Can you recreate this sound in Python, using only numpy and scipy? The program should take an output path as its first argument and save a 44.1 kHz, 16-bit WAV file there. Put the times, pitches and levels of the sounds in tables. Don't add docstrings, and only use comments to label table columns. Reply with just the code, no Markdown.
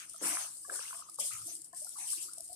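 import sys
import numpy as np
from scipy import signal
from scipy.fft import rfft, irfft, next_fast_len
from scipy.io import wavfile
from scipy.ndimage import uniform_filter1d, map_coordinates

SR = 44100
rng = np.random.default_rng(int(sys.argv[2]) if len(sys.argv) > 2 else 0)


def makeup_ratio(level_db):
    decades = np.asarray(level_db, float) / 20
    return 10 ** decades


def store_wav(level_fs):
    pcm = np.round(np.clip(np.atleast_2d(level_fs), -1, 1) * 32767)
    wavfile.write(sys.argv[1], SR, pcm.T.astype(np.int16))


N = 112455

# frequency in Hz, left-right likeness (1 = identical).
LIKENESS = [(60, 0.91), (180, 0.94), (540, 0.53), (1620, -0.071), (4870, -0.06), (14600, -0.12)]
# frequency in Hz, left over right in dB.
BALANCE = [(60, 3), (120, 0), (200, -6), (370, 5), (900, 0.5), (2300, 2), (4300, 4.5), (8000, 7),
           (12000, -2), (14600, 11)]
# time in seconds, strength in dB, coarse rasp over the fine hiss in dB.
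HISS_SWELLS = [(0.0, -46.5, 0.5), (0.08, -55, -8), (0.1, -51, -10), (0.19, -52, -7), (0.2, -58, 4.5),
               (0.23, -34.5, -18), (0.27, -28.5, -17), (0.34, -36, -7), (0.42, -38.5, -10.5),
               (0.45, -42.5, -5.5), (0.57, -48, -23.5), (0.69, -47.5, -37), (0.7, -48, -9.5),
               (0.75, -35.5, -14), (0.78, -41, -7.5), (1.01, -47, -11.5), (1.04, -58, -2.5),
               (1.16, -48, -21), (1.17, -63.5, -8), (1.2, -29, -23.5), (1.23, -36.5, -22),
               (1.28, -35.5, -15), (1.31, -41.5, -10.5), (1.45, -44.5, -15), (1.48, -40.5, -18.5),
               (1.5, -43.5, -5.5), (1.55, -44.5, -13.5), (1.6, -52, -12), (1.62, -50, -25),
               (1.63, -59.5, -12), (1.65, -49.5, -24), (1.72, -62.5, -31), (1.73, -64, -40),
               (1.77, -42, -21), (1.97, -46, -20.5), (1.99, -39.5, -13.5), (2.04, -44.5, -11.5),
               (2.12, -32, -18.5), (2.2, -42, -9.5), (2.23, -37, -15.5), (2.31, -50, -16.5),
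               (2.55, -47.5, -27)]
# frequency in Hz, relative density in dB per Hz.
FINE_COLOUR = [(2240, -45.5), (3800, -21), (5110, -8.5), (6490, -13), (8480, 3), (8970, 2.5), (9940, 0.5),
               (11700, -9.5), (13700, -17.5), (14300, -16), (14800, -57)]
# frequency in Hz, relative density in dB per Hz.
COARSE_COLOUR = [(260, -68), (450, -22), (715, -6.5), (875, -27.5), (987, -3), (1380, -10), (2420, 0.5),
                 (3310, 5), (5000, 2.5), (6500, 15), (11000, -120)]
# frequency in Hz, relative density in dB per Hz.
RUMBLE_COLOUR = [(13, -53), (22, -10), (140, -2), (254, -1), (325, -3.5), (425, -4), (682, -2.5), (821, -8),
                 (1140, -6.5), (2600, -13), (3000, -5), (3900, -36), (6600, -120)]
# centre in Hz, width of the flat top in Hz, mean level in dB.
LOW_TONES = [(58.5, 11, -90.5), (120, 17, -85), (169.5, 25, -85), (324.3, 29.3, -81.5)]
# start in seconds, length in seconds, level in dB, middle pitch in Hz,
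# scatter of the natural log of pitch.
SWARMS = [(0, 0.053, -59.5, 1460, 0.13), (0, 0.057, -58.5, 2530, 0.11), (0.207, 0.042, -56.5, 1230, 0.39),
          (.44, 0.092, -67.5, 1160, 0.17), (.206, 0.058, -53, 495, .12), (.21, .13, -55.5, 304, 0.049),
          (.215, 0.11, -65, 198, 0.1), (.24, 0.21, -55.5, 703, 0.092), (0.231, 0.25, -53, 1110, .2),
          (.23, 0.2, -51.5, 1670, 0.19), (0.238, 0.19, -50.5, 2425, 0.107), (0.677, .08, -57, 585, 0.13),
          (.68, .1, -64.5, 380, 0.14), (0.698, 0.14, -58.5, 1386, 0.27), (0.822, 0.13, -63, 1390, 0.19),
          (0.801, .15, -61, 2750, 0.092), (0.925, 0.18, -64, 1125, 0.077),
          (1.184, 0.034, -68.5, 188, 0.035), (1.186, .08, -61, 598, 0.1), (1.208, 0.051, -60, 2360, 0.079),
          (1.199, 0.084, -54, 3165, 0.042), (1.3, 0.13, -59, 1280, 0.033), (1.3, 0.2, -70.5, 117.6, 0.11),
          (1.304, 0.17, -88, 61, 0.14), (1.315, 0.064, -56, 2280, 0.13), (1.44, .16, -65.5, 324, 0.026),
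          (1.738, 0.063, -73.5, 1700, 0.039), (1.959, 0.028, -62.5, 1240, 0.12),
          (1.988, .1, -63.5, 877, .1), (1.998, 0.082, -66.5, 1810, 0.035), (2.002, 0.065, -61, 2400, 0.076),
          (2.078, 0.085, -63.5, 2840, .05), (2.172, 0.061, -60.5, 2720, 0.053),
          (2.16, 0.023, -67.5, 331, 0.047), (2.248, .04, -70, 326, 0.064), (2.302, 0.079, -71.5, 1270, .08),
          (2.399, 0.13, -82, 65, 0.17)]
# pitch in Hz, time to -60 dB in seconds.
SWARM_RING = [(60, .09), (330, .07), (1000, .02), (3000, .012)]
# start in seconds, peak in dB before balance, pitch in Hz,
# left over right in dB, cycles to -60 dB.
BUBBLES = [(.08, -61, 1220, -4, 24), (.141, -55.5, 1280, -19, 25), (.142, -61, 650, 14, 29),
           (.158, -59, 1230, -18, 25), (.37, -31.5, 1200, 0, 9), (.371, -27.5, 1670, -1, 5),
           (.645, -49.5, 1117, 4, 54), (.647, -55.5, 1637, -10, 50), (.696, -33.5, 1580, 3.5, 28),
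           (.697, -38.5, 1300, -6, 17), (.753, -43.5, 1430, 1, 41), (.755, -47, 1110, -2, 23),
           (.79, -41.5, 1570, 8, 22), (.791, -43.5, 1110, -8, 14), (.793, -56.5, 488, 18.5, 12),
           (.811, -47, 1340, 0, 30), (.838, -62, 880, 2, 24), (.853, -50, 2070, 14, 30),
           (.878, -47.5, 2725, 4, 53), (.908, -41, 1330, -4, 14), (.927, -41, 1020, -4, 22),
           (.928, -42, 1420, -3, 16), (.93, -58.5, 661, 1, 75), (.945, -45, 1100, 0, 12),
           (.946, -44, 1520, -1, 7), (.994, -49, 1074, 2, 23), (.99, -58.5, 677, 5, 37),
           (1.022, -43, 1210, -4, 17), (1.086, -52, 1193, -13, 30), (1.088, -62.5, 690, 2, 17),
           (1.186, -39.5, 1110, 4.5, 16.5), (1.187, -46.5, 870, 4, 26), (1.186, -48, 532, 4, 16),
           (1.222, -52.5, 646, 3, 17), (1.311, -50, 1210, 1, 30), (1.478, -57, 672, 14.5, 30),
           (1.51, -62, 657, 7, 27), (1.729, -50.5, 684, 0.5, 33), (1.73, -57, 1014, 19.5, 33),
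           (1.733, -57, 1710, -13, 33), (1.815, -53, 598, 3.5, 34), (1.851, -53.5, 704, 0, 15),
           (1.868, -58.5, 1370, 17, 41), (1.868, -54.5, 805, -7, 8), (1.955, -55.5, 1102, -17, 40),
           (1.983, -49, 900, -12, 13.5), (1.988, -58, 2110, -11, 58), (2.129, -49.5, 1143, -3, 25),
           (2.13, -57, 1550, 11, 46), (2.283, -52.5, 1205, -7, 19), (2.29, -49, 1336, 3, 26),
           (2.376, -53.5, 658, 7, 22), (2.396, -52.5, 650, 8, 30), (2.492, -51, 690, 4, 45),
           (2.518, -49, 677, 1, 24)]
# start in seconds, peak in dB before balance, left over right in dB, seconds to -60 dB.
DROPLETS = [(0.095, -36.5, 9, 0.024), (0.1334, -37, 4, 0.014), (0.1605, -35, 4.0, 0.02),
            (0.1794, -40, -10, 0.017), (0.5694, -40, 9, 0.012), (1.096, -34, -0.5, 0.023),
            (1.1432, -40, 12, 0.014), (1.1864, -37, 9, 0.02), (1.3329, -30.5, 7, 0.02),
            (1.3544, -40, -1, 0.017), (1.468, -31, -7, 0.026), (1.5515, -30, 1, 0.017),
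            (1.5644, -38, -3, 0.026), (1.6162, -36.5, 6.5, 0.031), (1.6439, -36, 8, 0.022),
            (1.7283, -43, 11.5, 0.028), (1.7454, -40.5, 10, 0.027), (1.8063, -49, 0, 0.02),
            (1.8226, -36, 5.5, 0.033), (1.8454, -32.5, 9, 0.02), (1.8905, -33, 8.5, 0.015),
            (2.3328, -31, 4.5, 0.03), (2.3813, -30.5, 4, 0.014), (2.4058, -29.5, 4, 0.0078),
            (2.4445, -37, -1.5, 0.014), (2.4776, -38, -3, 0.02), (2.5284, -31.5, 8, 0.041)]
# frequency in Hz, time to -60 dB in seconds.
ROOM_RING = [(200, 0.12), (1200, 0.42), (9000, 0.067)]

FINE_GRAINS, COARSE_GRAINS = 2500, 900
RUMBLE_DB, KITCHEN_DB = -74.5, -17
SWARM_FADE_DB = 19
SWARM_SWELL_DB, SWARM_SWELL = 9.5, 0.35
PITCH_CLIMB = 0.053
POP_START = 0.14
TICK_RISE_S = 0.0012
TOP_HZ = 14450


def unit(x):
    return x / np.sqrt(np.mean(x ** 2) + 1e-20)


def along(points, hz):
    f, v = np.transpose(points)
    return np.interp(np.log(hz + 1), np.log(f + 1), v)


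def wobble(rate):
    knots = rng.standard_normal(int(N * rate / SR) + 4)
    return map_coordinates(knots, [np.arange(N) * rate / SR])


def sides(left_db):
    return makeup_ratio(np.array([left_db / 2, -left_db / 2]))


def half_angle(hz):
    return np.arccos(np.clip(along(LIKENESS, hz), -1, 1)) / 2


def coloured(pair, spectrum):
    m = next_fast_len(N + 8192)
    hz = np.fft.rfftfreq(m, 1 / SR)
    turn = half_angle(hz)
    mid, side = rfft(pair, m) * makeup_ratio(along(spectrum, hz)) * [np.cos(turn), np.sin(turn)]
    left_right = [mid + side, mid - side] * sides(along(BALANCE, hz))
    return unit(irfft(left_right, m)[:, :N])


def grit(rate, spread_db, share, patchy_db):
    struck = rng.random((2, N)) < rate / SR
    sizes = makeup_ratio(spread_db * rng.exponential(size=(2, N)))
    grains = struck * sizes * rng.standard_normal((2, N))
    z = signal.stft(share * unit(grains) + rng.standard_normal((2, N)), nperseg=256)[2]
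    field = uniform_filter1d(rng.standard_normal(z.shape[1:]), size=5, axis=0)
    field = uniform_filter1d(field, size=12, axis=1)
    return signal.istft(z * makeup_ratio(patchy_db * unit(field)), nperseg=256)[1][:, :N]


def hiss():
    s, strength, rasp = np.transpose(HISS_SWELLS)
    t = np.arange(N) / SR
    strength_db, rasp_db = np.interp(t, s, strength), np.interp(t, s, rasp)
    fine = coloured(grit(FINE_GRAINS, spread_db=1.5, share=0.59, patchy_db=2.5), FINE_COLOUR)
    coarse = coloured(grit(COARSE_GRAINS, spread_db=-0.5, share=0.57, patchy_db=4.5), COARSE_COLOUR)
    fine = makeup_ratio(0.4 * wobble(59.92) + 0.5 * wobble(200)) * fine
    coarse = makeup_ratio(rasp_db + 0.3 * wobble(30.05)) * coarse
    return makeup_ratio(strength_db) * (fine + coarse)


def rumble():
    murmur = coloured(grit(300, spread_db=-2.5, share=0.11, patchy_db=1.9), RUMBLE_COLOUR)
    out = makeup_ratio(RUMBLE_DB + 0.5 * wobble(5.08)) * murmur
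    for hz, width, db in LOW_TONES:
        band = [(hz - 2 * width, -60), (hz - width / 2, 0), (hz + width / 2, 0), (hz + 2 * width, -60)]
        out = out + makeup_ratio(db + 1.1 * wobble(2.3)) * coloured(rng.standard_normal((2, N)), band)
    return out


def rings(s, db, hz, cycles, left_db, start_s):
    out = np.zeros((2, N + SR))
    draws = rng.random((len(s), 2))
    for s0, d, f, k, p, start, (u, v) in zip(s, db, hz, cycles, left_db, start_s, draws):
        t = np.arange(int(min(k / f, .3) * SR) + 2) / SR
        lag = half_angle(f) * np.array([[-1], [1]]) * np.sign(u - .5)
        shape = makeup_ratio(-60 * t * f / k) * (1 - np.exp(-(t / start) ** 2))
        turns = f * t * (1 + PITCH_CLIMB * t * f / k) + v
        tone = np.sin(2 * np.pi * turns + lag) * makeup_ratio(d) * shape / shape.max()
        out[:, max(round(s0 * SR), 0):][:, :len(t)] += tone * sides(p)[:, None]
    return out[:, :N]


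def gurgles(count=120):
    out = 0
    for s, length, db, hz, scatter in SWARMS:
        u, g = rng.random(count), rng.standard_normal((count, 3))
        t60 = along(SWARM_RING, hz)
        overlap_db = 10 * np.log10(count * t60 / (length * 4 * np.log(1000)))
        fade_db = SWARM_FADE_DB * (u - .5) + SWARM_SWELL_DB * np.exp(-u / SWARM_SWELL)
        bubble_db = db - overlap_db - fade_db + 3.0 * g[:, 0]
        pitch = hz * np.exp(scatter * g[:, 1])
        left_db = along(BALANCE, hz) + 0.5 * g[:, 2]
        cycles, start_s = np.full(count, t60 * hz), np.full(count, 1.47 / hz)
        out = out + rings(s + length * u, bubble_db, pitch, cycles, left_db, start_s)
    return out


def pops():
    s, db, hz, left_db, cycles = np.transpose(BUBBLES)
    return rings(s, db, hz, cycles, left_db, POP_START * cycles / hz)


def ticks():
    out, t = np.zeros((2, N + 999)), np.arange(900) / SR
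    spray = coloured(rng.standard_normal((2, N)), FINE_COLOUR)
    for (s, db, left_db, t60), u in zip(DROPLETS, rng.random(len(DROPLETS))):
        piece = spray[:, int(u * (N - len(t))):][:, :len(t)]
        puff = piece * makeup_ratio(-60 * t / t60) * (1 - np.exp(-(t / TICK_RISE_S) ** 2))
        puff = puff / abs(puff).max(axis=1, keepdims=True)
        out[:, round(s * SR):][:, :len(t)] += makeup_ratio(db) * sides(left_db)[:, None] * puff
    return out[:, :N]


def kitchen(x):
    hz, t, z = signal.stft(rng.standard_normal((2, SR // 2)), SR, nperseg=256)
    decay = makeup_ratio(-60 * t / along(ROOM_RING, hz)[:, None])
    tail = signal.istft(z * decay, SR, nperseg=256)[1]
    late = np.pad(x, ((0, 0), (260, 0)))
    return signal.fftconvolve(late, tail / np.linalg.norm(tail[0]), axes=1)[:, :N]


def scene():
    drops = pops() + gurgles() + ticks()
    return drops + makeup_ratio(KITCHEN_DB) * kitchen(drops) + hiss() + rumble()


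def low_pass(x):
    return signal.sosfilt(signal.butter(12, 15200, fs=SR, output="sos"), x)


def record(dry):
    m = next_fast_len(N + 4096)
    passed = np.fft.rfftfreq(m, 1 / SR) < TOP_HZ
    mix = irfft(rfft(dry, m) * passed, m)[:, :N]
    return low_pass(mix)


dry = scene()
out = record(dry)
store_wav(out)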